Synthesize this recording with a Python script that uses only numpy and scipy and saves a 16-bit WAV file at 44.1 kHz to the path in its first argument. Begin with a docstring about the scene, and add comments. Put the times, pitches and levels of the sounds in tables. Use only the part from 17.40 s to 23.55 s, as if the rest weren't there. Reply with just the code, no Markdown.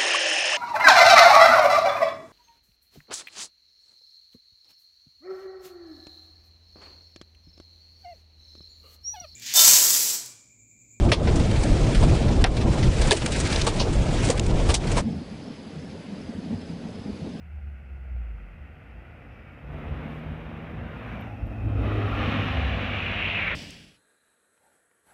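"""A spectator on a bank above a forest bend hears two rally cars go by, over an engine far up the road.
The first drones in on sinking revs, squeaks its brakes and pulls away; the second arrives louder,
holds its revs, barks as it passes and scrubs its tyres on the way out. Sine orders make the notes, uneven
firings ring the exhausts, and shaped noise makes tyres, grit and rushes. Ground and trunks add echoes."""
import sys
import numpy as np
from scipy import signal
from scipy.fft import rfft, irfft
from scipy.io import wavfile
from scipy.ndimage import uniform_filter1d, map_coordinates

SR = 44100
rng = np.random.default_rng(int(sys.argv[2]) if len(sys.argv) > 2 else 0)


def to_wav(s):
    """Save 16-bit WAV."""
    ch = np.atleast_2d(s).T  # columns
    pcm = np.round(np.clip(ch, -1, 1) * 32767)  # PCM
    wavfile.write(sys.argv[1], SR, pcm.astype(np.int16))


N = 271215
T = np.arange(N) / SR
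HZ = np.fft.rfftfreq(N, 1 / SR)


def amp(db):
    """Decibels to gain."""
    return 10 ** (np.asarray(db) / 20)


def unit(x):
    """Scales to an rms of one."""
    return x / np.sqrt(np.mean(x ** 2) + 1e-20)


def curves(rows):
    """The columns of a table after its times, joined by straight lines."""
    s, *columns = np.transpose(rows)
    return [np.interp(T, s, c) for c in columns]


def during(rows, fade_s=0.049):
    """One while a table lasts, fading to nothing outside it."""
    return np.clip(1 + np.minimum(T - rows[0][0], rows[-1][0] - T) / fade_s, 0, 1)


def rise(s, seconds):
    """A smooth step from nothing to one, centred on s."""
    return .5 + .5 * np.tanh((T - s) / (2 * seconds))


def surges(rows, edge_s=0.032):
    """Decibels added by swells that rise, hold and fall."""
    return sum(db * rise(start, edge_s) * (1 - rise(end, edge_s)) for start, end, db in rows)


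def noise():
    """White noise."""
    return rng.standard_normal(N)


def drift(hz):
    """Random wandering, up to about hz times a second, with an rms of one."""
    return unit(irfft(rfft(noise()) * np.exp(-(HZ / hz) ** 2), N))


def colour(x, points):
    """Gives x a spectrum drawn through (Hz, dB) points and rolled off beyond both ends."""
    f, db = np.transpose(points)
    gain = amp(np.interp(np.log(HZ + 1), np.log(f), db))
    top = 1 / (1 + (HZ / (2 * f[-1])) ** 4)
    bottom = 1 / (1 + (f[0] / 2 / (HZ + 1)) ** 4)
    return unit(irfft(rfft(x) * gain * top * bottom, N))


def resonate(x, hz, pole_width_hz, order=2):
    """A moving resonance: shift hz down to zero, smooth, shift back."""
    turn = np.exp(2j * np.pi * np.cumsum(hz) / SR)
    r = np.exp(-np.pi * pole_width_hz / SR)
    z = x / turn
    for _ in range(order):
        z = signal.lfilter([1 - r], [1, -r], z)
    return unit((turn * z).real)


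def phase_of(hz, waver, waver_hz):
    """The running phase of a pitch that wavers by a small fraction."""
    return 2 * np.pi * np.cumsum(hz * (1 + waver * drift(waver_hz))) / SR


# the bounce off the ground, its path changing: start_s, share (of the direct sound), delay_s
BOUNCE = [(0, 0.17, 0.00142), (2.1, 0.12, 0.0016), (3.3, 0.042, 0.0012), (3.5, 0.12, 0.001046),
          (3.95, 0.28, 0.001536), (5.25, 0.12, 0.00171), (5.8, 0.052, 0.0018)]


def bank_echo(x):
    """The bounce off the ground combs the sound."""
    share, delay = curves(BOUNCE)
    bounce = map_coordinates(x, [(T - delay) * SR], order=3)
    return (x + share * bounce) / np.sqrt(1 + share ** 2)


def forest(x, t60_s=1.0, wet_db=-12):
    """Trunks scatter a thin, dying tail of sparse echoes."""
    t = T[:SR]
    hits = rng.standard_normal(SR) * (rng.random(SR) < 1500 / SR)  # about 1500 a second
    tail = hits * (t > .015) * amp(-60 * t / t60_s)
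    return x + amp(wet_db) * signal.fftconvolve(x, tail / np.linalg.norm(tail))[:N]


def trunk_echoes(x, count=4, share=.1, slide_s=.0012):
    """Near trunks send short echoes with wandering delays, so streaks drift through the roar."""
    delays = [rng.uniform(.003, .008) + slide_s * drift(.8) for _ in range(count)]
    echoes = sum(map_coordinates(x, [(T - delay) * SR], order=3) for delay in delays)
    return (x + share * echoes) / np.sqrt(1 + count * share ** 2)


# the two passes, first car then second: abreast_s, speed_m_per_s, closest_m
CARS = [(2.31, 16.2, 20.8), (4.4, 22, 15)]
SOUND_M_PER_S = 343


def motion(abreast, speed, closest):
    """How near a car is (one when abreast), and its Doppler factor."""
    along = speed * (T - abreast)
    distance = np.hypot(along, closest)
    return closest / distance, 1 / (1 + speed / SOUND_M_PER_S * along / distance)


# the bank uncovers a passing car quickly; it hides the first one as the second arrives
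SWING_S, HIDDEN_S, HIDE_S = 0.026, 3.88, .03


def handover(first, second):
    """Follows the first car until the bank hides it, then the second."""
    return first + (second - first) * rise(HIDDEN_S, HIDE_S)


def pass_db(car, s, db, step_db, power, fade_db_per_s):
    """A sound grows as the car nears, steps up as the bank uncovers it, and fades at its own rate."""
    nearing_db = power * 20 * np.log10(motion(*car)[0]) * (T < car[0])
    return db + nearing_db - step_db * (1 - rise(s, SWING_S)) - fade_db_per_s * np.maximum(T - s, 0)


def both_cars(rows):
    """Gain of one layer for both passes, the first car vanishing when hidden."""
    first, second = (amp(pass_db(car, *row)) for car, row in zip(CARS, rows))
    return np.hypot(first * (1 - rise(HIDDEN_S, HIDE_S)), second)


# swells of throttle: start_s, end_s, swell_db (full on the boom; rasp and clatter take a share)
THROTTLE = [(2.55, 2.72, 5.5), (3.45, 3.85, 1.5), (4.39, 4.56, 4), (4.79, 5.06, 8.5)]


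def throttle_db():
    """Bursts of throttle as a swell in decibels."""
    return surges(THROTTLE)


# sine orders of an engine: multiple (of the note's pitch), level_db (relative)
NOTE_ORDERS = [(1, 0), (1.5, -31), (2, -28.5), (2.5, -31.5), (3, -32)]


def exhaust_note(hz, gain, waver=0.0037, flutter_db=2.0):
    """The clean low orders of an engine; unequal cylinders give the half orders."""
    phase = phase_of(hz, waver, 25)
    orders = sum(amp(db) * np.sin(k * phase + 2 * np.pi * rng.random()) for k, db in NOTE_ORDERS)
    return np.sqrt(2) * orders * gain * amp(flutter_db * drift(33))


def gliding_note(rows):
    """An engine note that follows a table of pitch and level."""
    hz, db = curves(rows)
    return exhaust_note(hz, amp(db) * during(rows))


# an engine far up the road: start_s, pitch_hz, level_db
FAR_ENGINE = [(0, 356, -75), (.3, 359.6, -67.5), (1.1, 350, -71)]


def far_engine():
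    """A faint distant note of sine orders."""
    return gliding_note(FAR_ENGINE)


# thin spits: start_s, level_db (before trim), centre_hz
TICKS = [(3.806, -57, 13300), (4.066, -66, 11700), (5.852, -61, 12020)]


def ticks(decay_s=0.0035, trim_db=-6):
    """Short, thin spits of high noise close by."""
    out = np.zeros(N)
    for s, db, hz in TICKS:
        age = np.maximum(T - s, 0) / decay_s
        spit = resonate(noise(), np.full(N, hz), 1300)
        out += amp(db + trim_db) * spit * age * np.exp(1 - age)
    return out


def rush_band(rows, chatter_db=1.5):
    """Chattering noise in a gliding resonance, as wide as the table's mean width suggests."""
    hz, width, db = curves(rows)
    band = resonate(noise(), hz, 2 * np.mean(width), order=4)
    return band * amp(db + chatter_db * drift(120)) * during(rows)


# hiss of each car's brakes: start_s, centre_hz, width_hz (nominal), level_db
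BRAKE_HISS = [(1.7, 5060, 698.5, -96), (1.95, 5104, 695.6, -84), (2.3, 4950, 710, -96)]
SECOND_BRAKE_HISS = [(3.7, 5760, 800, -80), (4.25, 5300, 800, -88), (4.5, 5100, 800, -77),
                     (5.15, 5030, 800, -71)]


def brake_hiss():
    """Braking breathes a high band of noise, once for each car."""
    return rush_band(BRAKE_HISS) + rush_band(SECOND_BRAKE_HISS)


# brake squeak: start_s, pitch_hz, level_db
SQUEAK = [(1.93, 2330, -68), (2.03, 2310, -66), (2.12, 2240, -61), (2.19, 2150, -74), (2.25, 2132, -76)]


def squeak():
    """A brake disc sings briefly as one wavering sine that sinks in pitch."""
    hz, db = curves(SQUEAK)
    tone = np.sqrt(2) * np.sin(phase_of(hz, 0.003, 70))
    return tone * amp(db + 2.0 * drift(60)) * during(SQUEAK)


# falling swish: start_s, centre_hz, width_hz (nominal), level_db
SWISH = [(3.36, 1810, 170, -57), (3.52, 1450, 168.5, -51), (3.66, 1210, 170, -56), (3.85, 1000, 173, -59)]


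def swish():
    """A narrow band of noise sweeps downwards."""
    return rush_band(SWISH)


# tread hum, then the second car's as it leaves: start_s, centre_hz, width_hz (nominal), level_db
TREAD_HUM = [(3.6, 746, 80, -63), (3.8, 740, 80, -49), (3.949, 826, 80, -57), (4.3, 776, 80, -59)]
LEAVING_HUM = [(5.05, 680, 160.3, -48), (5.28, 704, 160, -43.5), (5.55, 658, 160, -48.5),
               (6.15, 685, 160, -46)]


def tread_hum():
    """Tread blocks hum as a low narrow band of noise."""
    return rush_band(TREAD_HUM) + rush_band(LEAVING_HUM)


# breathy whine: start_s, centre_hz, width_hz (nominal), level_db
WHINE = [(3.85, 2510, 243, -61), (4.1, 2570, 235, -61.5), (4.45, 2530, 240, -55), (4.75, 2455, 239, -59)]


def whine():
    """A narrow, high band of noise whines."""
    return rush_band(WHINE)


# throaty growl: start_s, centre_hz, width_hz (nominal), level_db
THROAT = [(4.15, 362, 108.8, -58), (4.42, 380, 109, -41), (4.6, 388, 112.6, -38), (4.85, 361.4, 109, -53)]


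def throat():
    """The second car growls in a low resonance as it passes."""
    return rush_band(THROAT)


# intake rush: start_s, centre_hz, width_hz (nominal), level_db
INTAKE = [(4.301, 1360, 310, -52), (4.5, 1250, 300, -45), (4.8, 1250, 300, -38.5), (5.05, 1150, 308, -43),
          (5.2, 1220, 300, -63)]


def intake():
    """Air drawn into the engine rushes in a broad resonance."""
    return rush_band(INTAKE)


# tyre scrub: start_s, centre_hz, width_hz (nominal), level_db
SCRUB = [(5.1, 2670, 715.7, -59), (5.5, 2540, 720, -40.5), (5.749, 2450, 726, -33.5),
         (5.9, 2620, 720, -29.5), (6.0, 2410, 720, -30.5), (6.12, 2150, 720, -31)]


def scrub():
    """Tyres slip on the way out, a wide band of noise."""
    return rush_band(SCRUB)


# leaves swallow the top of the roar as a car gets farther away
LEAVES_HZ, LEAVES_POWER, NEAR_TREBLE_DB = 4300, 0.65, 3


def through_leaves(x):
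    """Far away, the foliage dulls the treble."""
    near = handover(*[motion(*car)[0] for car in CARS])
    low = irfft(rfft(x) / (1 + (HZ / LEAVES_HZ) ** 10), N)
    return low + (x - low) * amp(NEAR_TREBLE_DB) * near ** LEAVES_POWER


# tyres leaning into the bend: start_s, end_s, swell_db (full on the roar, half on the grit)
CORNERING = [(3.55, 3.9, 4.5), (4.74, 6.4, 5.5)]


def lean_db():
    """Tyres load up in the bend and get louder."""
    return surges(CORNERING)


# grit spectrum: centre_hz, level_db (relative)
HISS = [(2000, -9), (4500, 8.5), (7000, 0.5), (10000, -0.5), (13500, 1)]
# grit per car: uncovered_s, level_db, step_db, approach_power (of nearness), fade_db_per_s
GRIT = [(2.3, -75, 6.1, .1, 2.5), (4.4, -68, 5.2, 1.8, 4.6)]
# sprays thrown up by the wheels: start_s, end_s, swell_db
SPRAYS = [(2.7, 2.8, 5.5), (4.75, 5.23, 1)]


def grit():
    """Fine grit fizzes: high noise with a very fast flicker."""
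    fizz = colour(noise() * amp(1.3 * drift(500)), HISS)
    return fizz * both_cars(GRIT) * amp(0.5 * lean_db() + surges(SPRAYS))


# turn of each car from nose to tail: turning_s, side_before (scaled by nearness squared), side_after
# (side: 0 ahead, 1 abreast, 2 behind)
TURNS = [(0.053, 0.327, 1.1), (0.149, 0.796, 1.9)]


def aspect_heard():
    """A nearing car shows more of its flank, then swings round as it passes."""
    sides = []
    for car, (seconds, before, after) in zip(CARS, TURNS):
        flank = before * motion(*car)[0] ** 2
        sides.append(flank + (after - flank) * rise(car[0], seconds))
    return np.clip(handover(*sides), 0, 2)


# tyre spectra from three sides: centre_hz, level_db (relative)
AHEAD = [(400, -11), (600, -4), (780, 4), (1030, -8), (1470, 4.5), (1720, -1.5), (1980, 2), (2230, 0.5),
         (2650, 0.5), (3000, -9), (3700, -25.5), (4600, -34.5), (6500, -42)]
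ABREAST = [(400, -20), (750, -2), (1050, 3.5), (1600, 1), (2400, -0.5), (2800, -5), (3200, -10.5),
           (3750, -16), (4400, -30.5), (5400, -34), (6500, -44), (9000, -62)]
BEHIND = [(400, -15), (900, -3), (1200, -1), (1600, 1), (2100, 1), (2750, 3), (3200, -4), (3900, -10.5),
          (4700, -25.5), (6000, -29.5), (7200, -40.5), (9000, -59)]
# tyre and air roar per car: uncovered_s, level_db (before trim), step_db, approach_power, fade_db_per_s
ROAR = [(2.31, -49.5, 6.2, 1.04, 1.825), (4.41, -43, 10.6, 1.5, -0.65)]


def tyre_roar(throb, trim_db=1.0, behind_db=1.5, throb_share=0.38, throttle_share=0.19):
    """Tread noise pulsing with engine clatter, its spectrum blended by the side that faces us."""
    aspect = aspect_heard()
    rush = noise() * (1 - throb_share + throb_share * throb) * amp(.5 * drift(38))
    roar = sum(np.maximum(1 - abs(aspect - k), 0) * colour(rush, side)
               for k, side in enumerate([AHEAD, ABREAST, BEHIND]))
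    swell_db = lean_db() + throttle_share * throttle_db() + behind_db * aspect / 2
    return through_leaves(roar) * both_cars(ROAR) * amp(trim_db + swell_db)


# first car approaching on sinking revs: start_s, firing_hz, level_db
DRONE = [(0.0, 78.1, -45), (0.076, 75.4, -42.5), (0.28, 70.6, -34), (0.376, 68.3, -42.5),
         (0.648, 65.84, -38.5), (0.774, 59.9, -31), (0.904, 54.34, -34.5), (1.058, 46.3, -39.5),
         (1.2, 39.6, -57)]


def drone():
    """The first car's note sinks with its revs."""
    return gliding_note(DRONE)


# first car leaving: start_s, pitch_hz (twice the firing rate), level_db
PULL_AWAY = [(2.241, 141.3, -45.5), (2.509, 148.9, -42.5), (2.86, 156.1, -39), (3.05, 159, -41),
             (3.28, 163, -44.5), (3.58, 150.2, -45.5)]


def pull_away():
    """The first car accelerates off, sounding twice its firing rate."""
    return gliding_note(PULL_AWAY)


# notes off the throttle: start_s, length_s, first_hz, last_hz, peak_db
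OVERRUNS = [(1.142, 0.21, 77.5, 59.4, -41), (5.028, 0.431, 86, 54.5, -28.5)]


def overruns():
    """Short engine notes fall in pitch as the throttle shuts."""
    out = np.zeros(N)
    for start, length, first_hz, last_hz, db in OVERRUNS:
        done = np.clip((T - start) / length, 0, 1)
        out += exhaust_note(first_hz + (last_hz - first_hz) * done, amp(db) * np.sin(np.pi * done))
    return out


def second_rate():
    """Firings per second of the second car: steady revs bent by Doppler shift."""
    return 105.57 * motion(*CARS[1])[1]


# note of the second car: uncovered_s, level_db (abreast), step_db, nearness_power
SECOND_NOTE = [(4.19, -29, 9, 2.04)]


def held_note():
    """The second car's note swells and sinks with its nearness."""
    s, db, step_db, power = SECOND_NOTE[0]
    gain = amp(db - step_db * (1 - rise(s, SWING_S))) * motion(*CARS[1])[0] ** power
    return exhaust_note(second_rate(), gain, waver=0.0062, flutter_db=2.5)


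# higher orders of the open exhaust: multiple (of the firing rate), level_db (relative)
BARK_ORDERS = [(1.5, -0.5), (2.5, 0.5), (3, -10), (3.5, -18), (4.5, -17.5), (5, -12), (5.5, -8.5),
               (6.5, -12), (7.5, -9.5), (8, -9)]
# loudness of the bark: start_s, level_db
BARK = [(4.1, -57), (4.42, -44), (5.2, -38), (6.15, -50.5)]


def bark(flutter_db=4.0):
    """Higher orders of the second engine, each fading in and out among the trees."""
    phase = phase_of(second_rate(), 0.00757, 12.22)
    orders = sum(amp(db + flutter_db * drift(28)) * np.sin(k * phase + 2 * np.pi * rng.random())
                 for k, db in BARK_ORDERS)
    return orders * amp(curves(BARK)[0]) * during(BARK)


def firing_rate():
    """Firings per second of the first car, then of the second."""
    droning = during(DRONE)
    first = droning * curves(DRONE)[0] + (1 - droning) * curves(PULL_AWAY)[0] / 2
    return handover(first, second_rate())


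# strength_db of each firing in the engine cycle
CYLINDERS = [-7.5, -8, -7.5, -9.5]


def firings(puff_length=0.39, gas_share=0.61, pulse_share=0.3):
    """Each firing is an uneven pressure pulse and a puff of gas; returns the drive and its throb."""
    turns = np.cumsum(firing_rate()) / SR
    count = turns.astype(int)
    strength = amp(np.take(CYLINDERS, count, mode="wrap"))
    pulses = np.diff(count, prepend=0) * strength * (1 + .5 * noise())
    throb = unit(.5 + strength * np.exp(-(turns % 1) / puff_length))
    return pulse_share * unit(pulses) + gas_share * throb * noise(), throb


# tailpipe mouth spectrum: centre_hz, level_db (relative)
RASP = [(120, -32), (250, -1.5), (330, 8.5), (400, 2), (470, 4), (560, 1), (680, 0.5), (790, -4),
        (900, -8.5), (1400, -14.5), (3000, -53)]
# rasp per car: uncovered_s, level_db (before trim), step_db, approach_power, fade_db_per_s
TAILPIPE = [(2.28, -46.5, 10.3, 1.6, .4), (4.39, -39.8, 7.4, 1.7, 3.1)]


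def tailpipe_rasp(drive, trim_db=2.0, throttle_share=0.45):
    """The firings rasp at the tailpipe mouth, a little harder on the throttle."""
    return colour(drive, RASP) * both_cars(TAILPIPE) * amp(trim_db + throttle_share * throttle_db())


# silencer boom per car: uncovered_s, level_db (before trim), step_db, approach_power, fade_db_per_s
BOOM = [(2.26, -45, 12, 0.12, -2), (4.18, -35.5, 4.8, 1.8, 3.5)]
# the boom sits higher the nearer the car is; near pitch of the first and the second car
BOOM_FAR_HZ, BOOM_NEAR_HZ = 149.5, (236.7, 273.5)


def silencer_boom(drive, trim_db=-1.5):
    """The firings ring the silencer's resonance."""
    hz = handover(*[BOOM_FAR_HZ + (near_hz - BOOM_FAR_HZ) * motion(*car)[0]
                    for car, near_hz in zip(CARS, BOOM_NEAR_HZ)])
    return resonate(drive, hz, 170, order=3) * both_cars(BOOM) * amp(trim_db + throttle_db())


# long exhaust pipe of each car: centre_hz, level_db (relative)
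PIPE = [(35, -32), (48, 0), (60, 2.5), (82, 2), (105, -7), (130, -6), (170, -6.5), (230, -45), (400, -51)]
SECOND_PIPE = [(35, -42), (48, 4.5), (62, 3.5), (95, 3.5), (115, -10.5), (135, -12.5), (170, -9.5),
               (220, -18), (300, -37)]
# burble per car: uncovered_s, level_db (before evening out), step_db, approach_power, fade_db_per_s
BURBLE = [(2.24, -42, 4, 0.79, 1), (4.19, -28, 10, 3.9, 6)]
# single low chuffs: centre_s, peak_db (before evening out)
CHUFFS = [(2.31, -36.5), (2.51, -34), (2.87, -36.5), (3.39, -35), (4.059, -33)]


def pipe_burble(drive, evenness=0.078, chuff_s=0.064):
    """Gas rumbles in the long pipe, swelling in single chuffs."""
    gas = drive + noise()
    burble = handover(colour(gas, PIPE), colour(gas, SECOND_PIPE))
    burble /= (uniform_filter1d(burble ** 2, size=4000) + 0.046) ** evenness  # mean gas flow evens the beats
    chuffs = sum(amp(db) * np.exp(-((T - s) / chuff_s) ** 2) for s, db in CHUFFS)
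    return burble * np.hypot(both_cars(BURBLE), chuffs)


def scene():
    """Both cars, heard over the bank and through the trees."""
    drive, throb = firings()
    rushes = brake_hiss() + swish() + tread_hum() + whine() + throat() + intake() + scrub()
    road = trunk_echoes(tyre_roar(throb) + grit() + rushes)
    exhausts = pipe_burble(drive) + silencer_boom(drive) + tailpipe_rasp(drive) + bark()
    notes = far_engine() + drone() + pull_away() + overruns() + held_note()
    echoed = forest(bank_echo(exhausts + road) + squeak())
    return (echoed + notes + ticks())[None]


def record(dry):
    """The microphone loses the deepest bass; then the treble stops at a band limit."""
    thin = signal.sosfilt(signal.butter(4, 33, "high", fs=SR, output="sos"), dry)
    band_limit = signal.firwin(511, 14300, window=("kaiser", 9), fs=SR)
    return signal.oaconvolve(thin, band_limit[None], "same")


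dry = scene()
out = record(dry)
to_wav(out)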